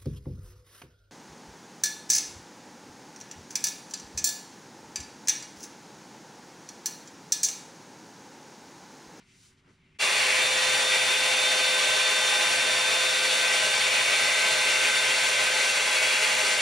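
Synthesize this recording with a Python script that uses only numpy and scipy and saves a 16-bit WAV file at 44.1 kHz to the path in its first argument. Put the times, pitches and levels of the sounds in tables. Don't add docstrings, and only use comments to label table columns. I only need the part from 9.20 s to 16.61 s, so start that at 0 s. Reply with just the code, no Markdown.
import sys
import numpy as np
from scipy import signal
from scipy.fft import rfft, irfft
from scipy.io import wavfile

SR = 44100
rng = np.random.default_rng(int(sys.argv[2]) if len(sys.argv) > 2 else 0)


def to_wav(sig):
    pcm = np.clip(np.atleast_2d(sig), -1, 1) * 32767
    pcm = np.round(pcm).astype(np.int16)
    wavfile.write(sys.argv[1], SR, pcm.T)


N = 326781
TIME = np.arange(N) / SR


def gain_of(db):
    return 10 ** (np.asarray(db) / 20)


def read(points, hz):
    f, value = np.transpose(points)
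    return np.interp(np.log(hz + 1), np.log(f + 1), value)


def follow(points, t):
    return np.interp(t, *np.transpose(points))


def bumps(rows, hz):
    return sum(db * np.exp(-((hz - centre) / half) ** 2) for centre, half, db in rows)


def drift(shape, *spans):
    field = rng.standard_normal(shape)
    for axis, span in enumerate(spans):
        smooth = np.exp(-2 * (np.fft.rfftfreq(shape[axis]) * span) ** 2)
        spectrum = rfft(field.swapaxes(axis, -1)) * smooth
        field = irfft(spectrum, shape[axis]).swapaxes(axis, -1)
    return field / field.std()


def ports(hz):
    # (frequency [Hz], phase by which left leads right [rad])
    lead = [(350, 0), (520, .4), (750, -.4), (1030, -.1), (1200, .3), (1300, -.2), (2450, -.15),
            (2570, -.6), (2750, -.35), (2850, .2), (3050, -.3), (3170, .45), (3500, 0), (6200, 0),
            (6350, .55), (6900, .6), (7700, 1.05), (9200, 1.7), (10750, 2.3), (11050, 2.8), (11700, np.pi)]
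    # (frequency [Hz], left minus right level [dB])
    balance = [(200, -.5), (420, 0), (515, 6.5), (600, 0), (900, 0), (1030, -5), (1130, 0), (1330, 2.3),
               (1700, 3), (1900, .8), (2250, 1.4), (2550, 0), (3050, 0), (3230, -2), (3500, 0), (5000, 0),
               (6500, -.5), (9000, 0)]
    half = gain_of(read(balance, hz) / 2) * np.exp(1j * read(lead, hz) / 2)
    mean_power = (abs(half) ** 2 + abs(half) ** -2) / 2
    return np.array([half, 1 / half]) / np.sqrt(mean_power)


def noise(field_db, size):
    # (frequency [Hz], likeness [0-1])
    likeness = [(120, .998), (300, .965), (430, .97), (520, .82), (650, .92), (740, .52), (870, .9),
                (1080, .15), (1250, .72), (1540, .88), (1700, .5), (1850, .9), (2450, .92), (2570, .62),
                (3420, .64), (3500, .99), (3750, .998), (3850, 1), (4130, 1), (4250, .996), (5050, .995),
                (5300, .96), (5550, .985), (5750, .91), (6200, .95), (6350, .73), (6900, .65), (10800, .67),
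                (11050, .94), (11700, 1)]
    frames = dict(nperseg=size, noverlap=size - size // 4)
    white = rng.standard_normal((2, N)) * np.sqrt(SR / 2)
    hz, t, z = signal.stft(white, SR, **frames)
    hz = hz[:, None]
    same = np.clip(read(likeness, hz), 0, 1)
    shared = np.sqrt((1 + same) / 2) * z[0]
    apart = np.sqrt((1 - same) / 2) * z[1]
    z = np.array([shared + apart, shared - apart]) * ports(hz) * gain_of(field_db(hz, t))
    return signal.istft(z, SR, **frames)[1][:, :N]


def quiet_db(hz, t, grain_db=1.0):
    # (frequency [Hz], level [dB per Hz])
    room_air = [(25, -99), (60, -91), (140, -87.5), (300, -98.5), (620, -111), (1050, -106), (1500, -106.5),
                (2200, -105), (4000, -112.5), (10000, -124), (15000, -129)]
    # (time [s], half length to 1/e [s], centre [Hz], spread to 1/e [octaves], peak level [dB per Hz])
    rustles = [(.0, 0.03, 1800, 1.1, -96), (.12, .045, 2300, .4, -96), (.15, .07, 5000, .9, -102.5),
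               (0.248, 0.052, 5500, 1.1, -99), (.25, .02, 1800, .6, -102), (.325, .02, 1400, 0.73, -101),
               (.39, 0.016, 2600, 1.1, -106), (.485, 0.031, 1250, 0.72, -95.5),
               (0.495, .022, 220, 0.81, -86), (0.503, 0.025, 60, 1.3, -79), (0.517, 0.04, 4500, 0.9, -110),
               (.665, 0.06, 2380, 0.35, -100.5), (.7, .06, 130, .6, -84), (.762, .014, 2250, 0.35, -95)]
    # (centre [Hz], half width [Hz], level [dB])
    rustle_colour = [(1020, 50, 4), (1250, 60, -4), (1500, 45, 4.5), (1740, 90, -3.5), (2120, 70, 4),
                     (2350, 45, 4), (2450, 40, -8), (2600, 45, 2.5), (3150, 45, 3)]
    rubbing = 0
    for s, length, centre, spread, db in rustles:
        in_time = ((t - s) / length) ** 2
        in_pitch = (np.log2((hz + 1) / centre) / spread) ** 2
        rubbing = rubbing + gain_of(db) ** 2 * np.exp(-in_time - in_pitch)
    catching = gain_of(grain_db * drift(rubbing.shape, 8, 1.5)) ** 2
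    rustling = gain_of(bumps(rustle_colour, hz)) ** 2 * rubbing * catching / catching.mean()
    return 10 * np.log10(gain_of(read(room_air, hz)) ** 2 + rustling)


def bathroom():
    # (frequency [Hz], RMS level [dB])
    room_hum = [(134, -81), (268, -81), (378, -79)]
    hum = np.zeros(N)
    for hz, db in room_hum:
        hum += np.sqrt(2) * gain_of(db) * np.sin(2 * np.pi * (hz * TIME + rng.random()))
    return noise(quiet_db, size=1024) + hum


def air_db(hz, t, ripple_db=1.0, shifting_db=2.0, swirl_waver_db=0.12, eddy_db=0.36):
    # (frequency [Hz], level [dB per Hz])
    rush = [(25, -114), (55, -91), (330, -99), (450, -78.5), (740, -72.5), (1700, -65.5), (2100, -62.5),
            (2950, -68.5), (4200, -64.5), (5100, -70.5), (6300, -68.5), (7200, -68.5), (11000, -71),
            (13200, -80), (15700, -83)]
    # (centre [Hz], width at -6 dB [Hz], level [dB per Hz])
    room_modes = [(118, 12, -71.5), (140, 12, -80.5), (177, 13, -75), (203, 19, -76), (234.3, 11.1, -69.5),
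                  (274, 51, -75), (348, 27, -71.5), (415.3, 64, -66), (460, 11, -67)]
    # (centre [Hz], width at -6 dB [Hz], level upright [dB per Hz], level tilted [dB per Hz])
    brush_modes = [(585, 118, -64.5, -64.5), (630.5, 13.8, -55.5, -56), (684, 30, -60.5, -62),
                   (796, 17, -58.5, -64.5), (833, 23, -58.5, -59.5), (869, 23, -59.5, -58),
                   (952, 16, -63, -68), (1000, 23, -61.5, -59.5), (1031, 22, -57, -59),
                   (1118, 40, -68, -66), (1324, 38, -64, -61.5), (1445, 74.4, -65, -63.5),
                   (1190, 18, -59.5, -61), (1240, 18, -66, -62.5), (1522, 14, -59, -64),
                   (1570, 90, -66, -65), (1655, 50, -67, -63.5), (1784, 99, -60, -68),
                   (1910, 28, -55.5, -63), (1944, 22, -56, -56), (2000, 22, -57, -58),
                   (2048, 29, -57.5, -55), (2085, 18, -64, -55), (2107, 18, -60, -51.5),
                   (2155, 24, -62, -60.5), (2231, 22, -57, -53), (2268, 26, -57, -54), (2320, 34, -53, -55),
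                   (2362, 24, -60, -56), (2405, 36, -57.5, -60), (2489, 44, -53.5, -52.5),
                   (2568, 41, -54.5, -59), (2640, 52, -60, -60), (2726, 58, -54.5, -54),
                   (2778, 32, -56.5, -56), (2820, 30, -61, -64), (2858, 24, -61, -57),
                   (2893, 30, -57.5, -56), (3047, 36, -57.5, -62), (3177, 40, -58, -56.5),
                   (3285, 80, -63, -63.5), (3348, 46, -55.5, -57), (3506, 43, -65.5, -68),
                   (4120, 90, -68, -68), (4437, 95, -63.5, -61.5), (4630, 390, -68, -67.5),
                   (5480, 190, -65.5, -65.5), (5630, 130, -67.5, -69.5), (6020, 160, -70, -70),
                   (6740, 150, -70, -69)]
    # (time [s], tilt [0-1])
    tilting = [(0.8, 0.2), (3.6, 0.2), (4.4, 0.45), (5.2, 0.85), (7.4, 1)]
    # (centre [Hz], half width [Hz], level [dB])
    reflections = [(784, 14, 1), (920, 12, -4.5), (1725, 20, -1.5), (2466, 15, -4), (2950, 22, 4),
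                   (3410, 16, -2), (3680, 80, -1), (5770, 90, -4), (7000, 90, -4)]
    # (centre [Hz], half width [Hz], level [dB])
    open_vents = [(645, 20, -4), (1120, 80, 3.5), (1790, 50, 0.5), (2490, 35, -2), (2765, 51, 4),
                  (3170, 40, -9), (3410, 45, 8), (3530, 50, 6), (4380, 170, 2)]
    swirl_hz = [1500, 1850, 2250, 2550, 2850, 3300]
    # (time [s], level [dB])
    swirl_level = [(0.88, -0.1), (1.12, 2.5), (1.32, -0.2), (1.54, 1.5), (1.62, -2.6), (1.73, 1.5),
                   (1.87, 0), (1.97, 0.3), (2.55, -0.5), (2.88, 0.8), (3.02, -0.5), (3.25, 1), (3.5, 0.2),
                   (4.2, -0.1), (4.37, 1.5), (4.55, 0), (4.71, 2.5), (4.98, 0.5), (5.14, 1.3), (5.33, 0.5),
                   (5.55, 1.7), (5.74, -0.5), (5.85, 2.2), (6.0, 0.4), (6.6, 0.5), (6.8, 1), (7.12, 1.0),
                   (7.4, 0.5)]
    covered_s, covering_s = 1.16, 0.25

    tilt = np.clip(follow(tilting, t), 0, 1)
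    modes = list(room_modes)
    for centre, width, upright, tilted in brush_modes:
        modes.append((centre, width, upright + (tilted - upright) * tilt))
    power = gain_of(read(rush, hz)) ** 2
    for centre, width, db in modes:
        power = power + (gain_of(db) / (1 + (2 * (hz - centre) / width) ** 2)) ** 2

    uncovered = np.clip((covered_s - t) / covering_s, 0, 1)
    colour = bumps(reflections, hz) + uncovered * bumps(open_vents, hz)

    low = np.interp(hz, swirl_hz[:4], [0, 1, 1, 0])
    high = np.interp(hz, swirl_hz[2:], [0, 1, 1, 0])
    swirl = follow(swirl_level, t)
    strength = sum(band * (swirl + swirl_waver_db * drift(t.shape, 15)) for band in (low, high))
    strength = strength + (low + high) * eddy_db * drift(strength.shape, 6.0, 2.0)

    treble = np.interp(hz, [3000, 6000], [0.6, 1])
    standing = treble * ripple_db * drift((len(hz), 1), 1.1)
    shifting = shifting_db * drift((len(hz), len(t)), 1.0, 25)
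    reverberant = read([(400, 0.5), (1200, 0.88), (3000, 1.0), (6000, 0.86)], hz)
    return 10 * np.log10(power) + colour + strength + reverberant * (standing + shifting)


def air(level_db=0.09, flutter_db=0.53):
    return noise(air_db, size=4096) * gain_of(level_db + flutter_db * drift((N,), SR / 25))


def fan(whine_db=-0.4, weak_db=-2.0, jitter_hz=0.2, scatter=0.13,
        waver_db=0.95, sway_db=0.48, weak_waver_db=2.5):
    # (time [s], offset from shaft_hz [Hz])
    speed = [(0.8, 0.57), (1.2, 1.55), (1.65, -0.18), (3.8, -0.15), (4.7, 0.4), (6.1, 0.052), (7.0, 0.24)]
    hum_orders = (1, 3)
    # (time [s], shaft tone [dB], third multiple [dB])
    hum_levels = [(0.85, -46.5, -44), (1.15, -39.5, -44), (1.3, -40.5, -53), (1.52, -38, -37),
                  (1.9, -42, -41), (2.4, -39, -39), (2.7, -41.5, -36), (3.1, -41, -35), (3.75, -41, -38),
                  (4.3, -41, -36.5), (4.83, -44, -39), (5.1, -43, -36), (5.7, -43.5, -35),
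                  (6.55, -43.5, -38), (6.85, -42.5, -38), (7.4, -42.5, -40.5)]
    # (time [s], blade tone [dB], its octave [dB])
    whine_levels = [(0.82, -37, -48), (0.98, -36.5, -51), (1.12, -45, -60), (1.23, -31, -45),
                    (1.38, -33, -41), (1.5, -33, -48), (1.7, -31, -60), (2.2, -30.5, -55), (3.2, -31, -49),
                    (3.35, -33.5, -52), (3.7, -31.5, -52), (4.25, -33.5, -50), (4.92, -34, -53),
                    (5.1, -35, -57), (5.82, -33.5, -47), (5.92, -38, -46), (6.08, -39, -40),
                    (6.22, -42, -48), (6.4, -37.5, -49), (6.8, -53, -53), (7.35, -38, -40)]
    # (multiple of the shaft speed [1], level [dB])
    weak_orders = [(2, -62), (5, -48), (8, -43.5), (11, -45.5), (13, -68), (15, -59), (18, -54), (19, -70),
                   (20, -62), (21, -45.5), (28, -61)]
    shaft_hz, blades = 514.7, 7
    slow_t = np.linspace(0, N / SR, num=1024)

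    def wander(span):
        return np.interp(TIME, slow_t, drift(slow_t.shape, span))

    turn_hz = shaft_hz + follow(speed, TIME) + jitter_hz * wander(3.5)
    angle = 2 * np.pi * np.cumsum(turn_hz) / SR
    hum_s, *hum_db = np.transpose(hum_levels)
    whine_s, blade, octave = np.transpose(whine_levels)
    strong = []
    for k, db in zip(hum_orders, hum_db):
        strong.append((k, np.interp(TIME, hum_s, db) + sway_db * wander(22)))
    for k, db in ((1, blade), (2, octave)):
        strong.append((k * blades, whine_db + np.interp(TIME, whine_s, db)))
    tones = [(k, db + waver_db * wander(5.2)) for k, db in strong]
    tones += [(round(k), weak_db + db + weak_waver_db * wander(69)) for k, db in weak_orders]

    out = np.zeros((2, N))
    for k, db in tones:
        tone = np.sqrt(2) * gain_of(db) * np.exp(1j * k * angle + 2j * np.pi * rng.random())
        tone = tone * (1 + scatter * (wander(2.1) + 1j * wander(3.8)))
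        out += (ports(k * shaft_hz)[:, None] * tone).real
    return out


def resonance_flares(half_length_s=0.091, wobble_hz=3):
    # (time [s], frequency [Hz], RMS level at the peak [dB])
    flares = [(0.9, 3420, -42), (1.12, 2760, -38), (1.85, 2315, -38), (5.52, 2228, -37),
              (6.87, 3348, -37.5)]
    out = np.zeros((2, N))
    for s, hz, db in flares:
        turn = np.exp(2j * np.pi * np.cumsum(hz + wobble_hz * drift((N,), SR / 40)) / SR)
        swell = np.sqrt(2) * gain_of(db) * np.exp(-((TIME - s) / half_length_s) ** 2)
        out += (ports(hz)[:, None] * turn).real * swell
    return out


def scene(dip_db=-14):
    cut_s, fade_s, dip_half_s = 0.7866, 0.038, 0.0084
    fade_in = np.clip((TIME - cut_s) / fade_s, 0, 1)
    dip = gain_of(dip_db * np.exp(-((TIME - cut_s) / dip_half_s) ** 2))
    return dip * bathroom() + fade_in * (air() + fan() + resonance_flares())


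def record(dry):
    edge_hz = 15800
    lowpass = signal.firwin(1023, edge_hz, window=("kaiser", 9), fs=SR)
    return signal.oaconvolve(dry, lowpass[None], "same")


dry = scene()
out = record(dry)
to_wav(out)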